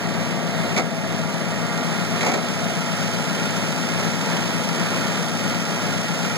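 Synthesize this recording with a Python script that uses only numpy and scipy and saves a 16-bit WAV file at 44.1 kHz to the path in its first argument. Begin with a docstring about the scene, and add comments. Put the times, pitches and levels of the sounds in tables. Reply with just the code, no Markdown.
"""First comes the steady throb of an old six-cylinder petrol tractor idling on grass.
The clatter of its valves and the ring of its metal grow as the open engine bay is heard more directly.
Firing, fan, hydraulic pump and alternator all keep pace with the crankshaft, the engine's main shaft.
Loose sheet metal chatters now and then, and an automatic volume control dips after the loud slaps."""
import sys
import numpy as np
from scipy.fft import rfft, irfft, next_fast_len
from scipy.io import wavfile
from scipy.ndimage import uniform_filter1d, map_coordinates

SR = 44100
rng = np.random.default_rng(int(sys.argv[2]) if len(sys.argv) > 2 else 0)


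def master(y):
    """Save y as 16-bit WAV."""
    cut = np.clip(np.atleast_2d(y).T, -1, 1)
    pcm = np.round(cut * 32767)  # scale
    wavfile.write(sys.argv[1], SR, pcm.astype(np.int16))


N = 280917
TIME = np.arange(N) / SR

# How fast the crankshaft spins. Each row: time in seconds, turns a second. Two turns make one cycle.
CRANK_SPEED = [(0.0, 18.154), (0.3, 18.272), (0.55, 18.243), (0.8, 18.335), (1.0, 18.396), (1.5, 18.405),
               (2.1, 18.38), (2.4, 18.533), (2.8, 18.466), (3.15, 18.593), (3.5, 18.564), (3.9, 18.542),
               (4.2, 18.65), (4.55, 18.593), (5.0, 18.668), (5.45, 18.748), (5.9, 18.586), (6.37, 18.514)]
# Tone colour of the rushing air. Each row: frequency in Hz, relative level in dB.
RUSH_SPECTRUM = [(20, -25), (50, -19), (90, -9), (125, -6), (170, 2.5), (230, 1), (330, -1.5), (470, -3.5),
                 (600, -3.5), (900, -8.5), (1050, -9), (1900, -7.5), (2800, -12), (7000, -23),
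                 (16000, -38.5)]
# Tone colour of the humming casings. Each row: frequency in Hz, relative level in dB.
HUM_SPECTRUM = [(150, -24), (290, -4), (380, 0.5), (500, -2.5), (660, 2), (730, -8), (800, -1.5), (930, -3),
                (1050, -10.5), (1300, -9), (1700, -19), (3000, -48)]
# Notes the engine block rings at. Each row: pitch in Hz, width in Hz, relative level in dB.
BLOCK_MODES = [(419, 50, -14.5), (580, 63, -7), (679, 63, -4.5), (746, 66, -9), (852, 103, -3),
               (1160, 49, -24), (1274, 33, -5), (1704, 86, -10), (1883, 56, -3.5), (2116, 89, -7.5),
               (3730, 69, -21), (4116, 21, -7)]
# The note of a thin cover. Its row: pitch in Hz, width in Hz, relative level in dB.
COVER_MODES = [(1398, 26.4, 0)]
# High engine tones: a gear whine and the steady ringing of a thin cover struck once a turn.
# Each row: multiple of crank speed, level in dB with the bay fully heard.
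HIGH_TONES = [(46, -45), (69, -48), (71, -51), (73, -50), (74, -47.5), (75, -44), (76, -45)]
# Steady pump tones. Each row: multiple of the rate at which its teeth meet, level in dB.
PUMP_TONES = [(1, -40.5), (2, -47), (4, -47.5), (7, -48.5), (8, -47), (9, -48), (10, -47.5), (15, -53.5)]
# Pump whines. Each row: multiple of the tooth rate, steady level in dB, a list of swells.
# Each swell: peak time in seconds, half length in seconds, boost in dB.
PUMP_WHINES = [(3, -44, [(.3, 0.65, 6), (2.3, 0.46, 6.5)]), (5, -55.5, [(.1, 0.32, 12.5), (1.7, 0.78, 14.5),
               (5.15, 0.71, 13.5)]), (6, -46.5, [(1.8, .42, 6)])]
# The alternator's swell. Its row: peak time in seconds, half length in seconds, boost in dB.
ALTERNATOR_SWELLS = [(1.15, 0.5, 9)]
# Slaps of loose sheet metal. Each row: start in seconds, treble fade time in seconds,
# then the levels of body, treble and ring in dB.
SLAPS = [(.762, 0.015, -16, -17, -34), (0.776, 0.0069, -14, -10.5, -23), (.784, 0.0055, -18, -13.5, -28),
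         (.792, 0.016, -23, -20.5, -19), (2.206, 0.024, -21, -19, -34), (2.229, 0.0055, -13, -17.5, -27),
         (2.246, 0.014, -16, -21, -28), (2.261, 0.023, -17.5, -17, -25), (2.283, 0.017, -18, -18.5, -23),
         (2.312, 0.014, -21.5, -19, -22), (2.335, 0.014, -13.5, -14.5, -25), (2.355, .008, -20, -26, -29),
         (2.376, .012, -24, -37, -24.5), (3.353, .002, -25, -22, -45), (4.31, 0.009, -30, -38, -36)]
# Tone colour of a slap. Each row: frequency in Hz, relative level in dB.
SLAP_SPECTRUM = [(30, -55), (110, -5), (250, 4.5), (400, 3), (600, 4.5), (740, 0.5), (950, -2.5),
                 (1350, -1.5), (1700, -4), (2200, 7.5), (3000, -7.5), (6600, -7.5), (9000, -20.5),
                 (16000, -34)]
# Ticks of metal edges meeting. Each row: start in seconds, level in dB.
EDGE_TICKS = [(.7762, -15), (.785, -19), (2.2312, -18), (2.341, -21)]
# Tone colour of a tick. Each row: frequency in Hz, relative level in dB.
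TICK_SPECTRUM = [(300, -30), (2500, -8), (5000, 1), (7300, -7), (9000, -14), (16000, -26)]
# Notes of the loose panel. Each row: pitch in Hz, relative level in dB, seconds to fade by 60 dB.
PANEL_MODES = [(570, -4.5, 0.15), (660, -5.5, 0.3), (713, -2.5, 0.14), (763, -4.5, 0.19), (1311, -4, .11),
               (1440, -13, .08), (2110, -16, 0.034)]
# Valve and piston knocks. Each row: place in the cycle from 0 to 1, relative level in dB,
# fade time of the power in seconds.
VALVE_KNOCKS = [(.105, 6.5, 0.0053), (.275, 16, 0.00087), (0.311, 9, 0.0035), (.425, 4, 0.0097),
                (.595, 9, .001), (.645, 14, .001), (.683, 3, .001), (.775, 8, 0.0026), (.815, 9, 0.0076),
                (.925, 8, 0.0033)]
# Tone colour of the knocks. Each row: frequency in Hz, relative level in dB.
KNOCK_SPECTRUM = [(200, -52), (600, 2.5), (1100, 0.5), (2000, 1.5), (2800, 4.5), (4200, -4), (5500, 1),
                  (6900, -4.5), (7700, -7), (9500, -10), (11500, -18.5), (14000, -15.5), (16000, -27)]
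# Tones of the unevenly bladed fan. Each row: multiple of fan speed, level in dB.
FAN_TONES = [(3, -57), (5, -42.5), (6, -45), (7, -39), (8, -34), (9, -37), (11, -49.5), (12, -46.5),
             (16, -48.5)]
# Tones of the cylinders firing. Each row: multiple of crank speed, level in dB.
FIRING_TONES = [(3, -58), (6, -38.5), (6.5, -54), (7.5, -53), (8, -42.5), (9, -32.5), (10, -46.5),
                (11, -37), (12, -41), (13, -40), (14, -44.5), (15, -50), (16, -46), (20, -49.5),
                (23, -44.5), (24, -49.5), (27, -49), (28, -50.5), (30, -46.5), (35, -44.5)]
# Notes of the air under the hood. Each row: pitch in Hz, width in Hz.
HOOD_MODES = [(163, 17), (255, 35)]
# Stereo balance. Each row: frequency in Hz, how much louder the left is in dB.
BALANCE = [(60, 2.5), (110, 5), (170, 11.7), (260, 9), (400, 6), (550, -0.5), (1250, 0.5), (1500, -6.2),
           (2100, -7), (2756, 0), (3300, -5), (4500, -3.3), (5512, 0), (6500, -2), (8270, 0)]
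# Stereo timing of direct sound. Each row: frequency in Hz, extra lead of the left in radians.
LEFT_LEAD = [(100, 0.0099), (170, 0.36), (220, 1.6), (500, 0.96), (1000, 0.53), (1400, -0.35), (1900, 0.2),
             (2500, -0.022)]

FAN_RATIO, PUMP_RATIO, ALTERNATOR_RATIO = 1.1775, 12.778, 35.78  # fan turns, teeth, waves per crank turn
SHADED_DB, OPEN_START_S, OPEN_END_S = -6, 0.34, 3.38  # the bay starts shaded, then opens up
SLAP_RISE_S, LINGER = 0.0021, 2.4  # a slap's treble rise; its body is LINGER times slower


def amp(db):
    """Turn decibels into a volume factor."""
    return np.exp(np.asarray(db) * (np.log(10) / 20))


def unit(x):
    """Scale a sound to an average (rms) level of 1."""
    return x / np.sqrt(np.mean(x ** 2) + 1e-20)


def along(points, hz):
    """Read between (Hz, value) rows, giving each octave equal room."""
    f, v = np.transpose(points)
    return np.interp(np.log(hz + 1), np.log(f + 1), v)


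def curve(rows):
    """Join (seconds, value) rows into one value per sample."""
    return np.interp(TIME, *np.transpose(rows))


def wobble(rate, step=32):
    """A smooth curve through `rate` random values a second."""
    knots = rng.standard_normal(int(TIME[-1] * rate) + 4)
    coarse = map_coordinates(knots, [np.arange(0, N + step, step) * rate / SR])[:, None]
    return (coarse[:-1] + np.diff(coarse, axis=0) * (np.arange(step) / step)).ravel()[:N]


def filtered(x, response):
    """Scale and shift each frequency of a sound by response(hz)."""
    size = next_fast_len(N + SR // 4)
    return irfft(rfft(x, size) * response(np.fft.rfftfreq(size, 1 / SR)), size)[..., :N]


def coloured(x, spectrum):
    """Give a sound a tone colour, at level 1."""
    return unit(filtered(x, lambda hz: amp(along(spectrum, hz))))


def strike(start, rise, fade):
    """The outline of one hit: a quick rise, then a fade. 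Times are in seconds."""
    shape, live = np.zeros(N), slice(int(start * SR) + 1, int((start + 10 * fade) * SR))
    age = TIME[live] - start
    shape[live] = (1 - np.exp(-age / rise)) * np.exp(-age / fade)
    return shape


def swelling(steady_db, swells):
    """A steady volume with broad, bell-shaped swells on top."""
    return amp(steady_db + sum(db * np.exp(-((TIME - s) / half) ** 2 / 2) for s, half, db in swells))


def tones(turns, rows, smear, waver_db, drift):
    """Tones of a spinning part peak together once a turn; smear and drift put them out of step."""
    total = np.zeros(N)
    for multiple, db in rows:
        phase = multiple * (2 * np.pi * turns + smear * rng.standard_normal()) + drift * wobble(9)
        total += amp(db + waver_db * wobble(7)) * np.sqrt(2) * np.cos(phase)
    return total


def ringing(turns, modes, places, strength, jitter_s, scatter_db):
    """Taps come at nearly the same places in every cycle and make a part ring."""
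    cycles = np.arange(int(turns[-1] / 2) + 1)[:, None] + places
    when = np.interp(2 * cycles, turns, TIME, right=-1) + jitter_s * rng.standard_normal(cycles.shape)
    blows = strength * amp(scatter_db * rng.standard_normal((2,) + cycles.shape))
    heard = when > 0
    taps = np.array([np.bincount((when[heard] * SR).astype(int), b[heard], N)[:N] for b in blows])
    body = lambda hz: sum((-1) ** k * amp(db) * 1j * hz * width / (pitch ** 2 - hz ** 2 + 1j * hz * width)
                          for k, (pitch, width, db) in enumerate(modes))
    return unit(filtered(taps, body))


def bay_opening(lead_s=0):
    """How directly the engine bay is heard, easing from SHADED_DB up to 0 dB."""
    progress = np.clip((TIME + lead_s - OPEN_START_S) / (OPEN_END_S - OPEN_START_S), 0, 1)
    return SHADED_DB * (1 + np.cos(np.pi * progress)) / 2


def air_rush(turns):
    """Fan air and exhaust rush unevenly, swelling slightly once a turn."""
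    swell = amp(0.27 * np.cos(2 * np.pi * (turns - .1)) + 2.0 * wobble(9.6))
    return coloured(swell * rng.standard_normal((2, N)), RUSH_SPECTRUM)


def casing_hum(turns, size=2048):
    """The casings shake the same way in every cycle, a little stronger or weaker as the engine fires."""
    multiple = np.arange(size // 2 + 1)
    hz = multiple * curve(CRANK_SPEED).mean() / 2
    gains = amp(along(HUM_SPECTRUM, hz) - 4.5 * (multiple % 2))  # every other tone is weaker
    cycle = irfft(gains * np.exp(2j * np.pi * rng.random(len(gains))))
    repeated = np.interp(turns / 2, np.arange(size) / size, cycle, period=1)
    return unit(repeated * amp(wobble(55)))


def block_ring(turns, taps):
    """Many small taps in each cycle keep the engine block ringing."""
    places, strengths = rng.random(taps), rng.standard_normal((2, 1, taps))
    return ringing(turns, BLOCK_MODES, places, strengths, jitter_s=0.00014, scatter_db=1)


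def cover_ping(turns):
    """One blow in every turn makes a thin cover ping."""
    places = (.63 + np.arange(2)) / 2
    return ringing(turns, COVER_MODES, places, 1, jitter_s=.00007, scatter_db=2.0)[0]


def high_engine_tones(turns):
    """Gears whine, and a thin cover struck once a turn rings steadily."""
    return tones(turns, HIGH_TONES, smear=0.2998, waver_db=1.5, drift=0.098)


def hydraulic_pump(turns):
    """The pump's meeting teeth make two sounds: a steady drone and swelling whines."""
    teeth = turns * PUMP_RATIO + 0.0085 * wobble(14)
    drone = tones(teeth, PUMP_TONES, smear=1.81, waver_db=3, drift=0.24)
    drone += amp(-48.5) * np.sqrt(2) * np.cos(2 * np.pi * (teeth + turns))  # uneven turning adds a tone
    whine = sum(swelling(db, swells) * tones(teeth, [(multiple, 0)], smear=1.94, waver_db=-1, drift=0.065)
                for multiple, db, swells in PUMP_WHINES)
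    return drone, whine


def alternator(turns):
    """The alternator whines on one note, pulsing as its belt is tugged once a turn."""
    whine = tones(turns * ALTERNATOR_RATIO, [(1, 0)], smear=3.2, waver_db=3.5, drift=0.69)
    tug = unit(amp(1.5 * np.cos(2 * np.pi * turns) + 3 * wobble(30)))
    return swelling(-45, ALTERNATOR_SWELLS) * whine * tug


def loose_metal():
    """Loose sheet metal slaps with a sharp, grainy rasp and a lingering dull body; its edges tick."""
    grit = coloured(rng.standard_normal((2, N)) * amp(1.2 * wobble(900)), SLAP_SPECTRUM)
    dull = filtered(grit, lambda hz: 1 / (1 + (hz / 1500) ** 4))
    body_power, treble_power = np.zeros((2, N))
    for start, fade, body_db, treble_db, _ in SLAPS:
        body_power += (amp(body_db) * strike(start, LINGER * SLAP_RISE_S, LINGER * fade)) ** 2
        treble_power += (amp(treble_db) * strike(start, SLAP_RISE_S, fade)) ** 2
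    tick_level = sum(amp(db) * strike(start, SLAP_RISE_S / 10, fade=0.0007) for start, db in EDGE_TICKS)
    ticks = tick_level * coloured(rng.standard_normal((2, N)), TICK_SPECTRUM)
    return np.sqrt(body_power) * dull + np.sqrt(treble_power) * (grit - dull) + ticks


def panel_ring():
    """Every slap rings the panel's notes in a new mix; the flexing sheet shifts their pitch slightly."""
    ring, age = np.zeros(N + SR), np.arange(SR // 4) / SR
    hz, db, fade_s = np.transpose(PANEL_MODES)[..., None]
    rise = 1 - np.exp(-age / (LINGER * SLAP_RISE_S))
    for start, *_, ring_db in SLAPS:
        mix, bend, phase = rng.standard_normal((3, len(PANEL_MODES), 1))
        levels = amp(db + 2 * mix - 60 * age / fade_s)
        notes = np.sin(2 * np.pi * (hz * (1 + .008 * bend) * age + phase))
        ring[int(start * SR):][:len(age)] += amp(ring_db) * (levels * notes).sum(0) * rise
    return ring[:N]


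def valve_clatter(turns):
    """Valves and pistons knock in short rasps of changing strength; the pump's teeth add a ripple."""
    power, cycle_s = np.zeros(N), 2 / curve(CRANK_SPEED)
    for place, db, fade in VALVE_KNOCKS:
        cycle, part = np.divmod(turns / 2 - place + 1, 1)
        age = part * cycle_s
        strength = amp(db + 1.1 * rng.standard_normal(int(cycle[-1]) + 1))[cycle.astype(int)]
        power += strength ** 2 * np.exp(-age / fade) * (1 - np.exp(-age / 0.00016))
    power += amp(11.0)  # a steady hiss between the knocks
    ripple = amp(0.68 * np.cos(2 * np.pi * PUMP_RATIO * turns) + 0.86 * wobble(600))
    return coloured(np.sqrt(power) * ripple * rng.standard_normal((2, N)), KNOCK_SPECTRUM)


def engine_throb(turns):
    """Firing and fan tones lie close in pitch, so together they pulse about twice a second."""
    firing = tones(turns - .843, FIRING_TONES, smear=.01, waver_db=.7, drift=.08)
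    fan = tones(turns * FAN_RATIO - .74, FAN_TONES, smear=.01, waver_db=.7, drift=.1)

    def hood(hz):
        """The hood delays tones near its own notes, drawing each thump out into a roll."""
        modes = np.array([pitch ** 2 - hz ** 2 + 1j * hz * width for pitch, width in HOOD_MODES])
        return np.prod(modes.conj() / modes, axis=0)

    return filtered(firing + fan, hood)


def stereo_microphone(direct, scattered):
    """One side gets the sound late and upside down; for scattered sound the sides swap."""
    delay_s, side = 16 / SR, np.array([[1], [-1]]) / 2
    lead = lambda hz: 2 * np.pi * hz * delay_s - np.pi + along(LEFT_LEAD, hz)
    pair = filtered(direct, lambda hz: np.exp(1j * side * lead(hz)))
    pair += filtered(scattered, lambda hz: np.exp(-1j * side * lead(hz)))
    return filtered(pair, lambda hz: np.sqrt(2 / (1 + amp(-2 * side * along(BALANCE, hz)) ** 2)))


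def scene():
    """Mix the tractor: as the bay opens to the listener, its metal sounds grow and the hum sinks."""
    turns = np.cumsum(curve(CRANK_SPEED)) / SR
    bay_db, front_db = bay_opening(), bay_opening(lead_s=0.44)  # gears and cover open up sooner
    air = amp(-29.6) * air_rush(turns)
    block = amp(-35.5 + 0.13 * bay_db) * block_ring(turns, taps=170)
    ping = amp(-38.5 + 1.9 * front_db) * cover_ping(turns)
    clatter = amp(-30.5 + 0.9 * bay_db) * valve_clatter(turns)
    direct, scattered = air + block + clatter + loose_metal()  # each holds two versions, one per path
    throb = engine_throb(turns)
    high_tones = amp(1.6 * front_db) * high_engine_tones(turns)
    pump_drone, pump_whine = hydraulic_pump(turns)
    whines = pump_whine + alternator(turns)
    whines *= unit(amp(2.3 * wobble(45)))  # the shaking engine makes them flutter
    hum = amp(-38 - 0.42 * bay_db) * casing_hum(turns)
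    pitched = hum + ping + high_tones + pump_drone + whines + panel_ring() + throb
    return stereo_microphone(pitched + amp(-0.64) * direct, amp(-6.0) * scattered)


def record(dry):
    """The volume control dips just after loud sound and slowly recovers; the highest treble is cut."""
    threshold_db, recovery_db_per_s, top_hz = -19.5, 4.9, 15780
    power = uniform_filter1d(np.mean(dry ** 2, axis=0), size=900)
    level_db = 10 * np.log10(np.abs(power) + 1e-12)
    cut_db = .8 * np.maximum(level_db - threshold_db, 0)
    recovery_db = recovery_db_per_s * TIME
    held_db = np.maximum.accumulate(cut_db + recovery_db) - recovery_db
    dip_db = uniform_filter1d(held_db, size=2600, origin=1299)  # eases in over about 60 ms
    return filtered(dry * amp(-dip_db), lambda hz: hz < top_hz)


dry = scene()
out = record(dry)
master(out)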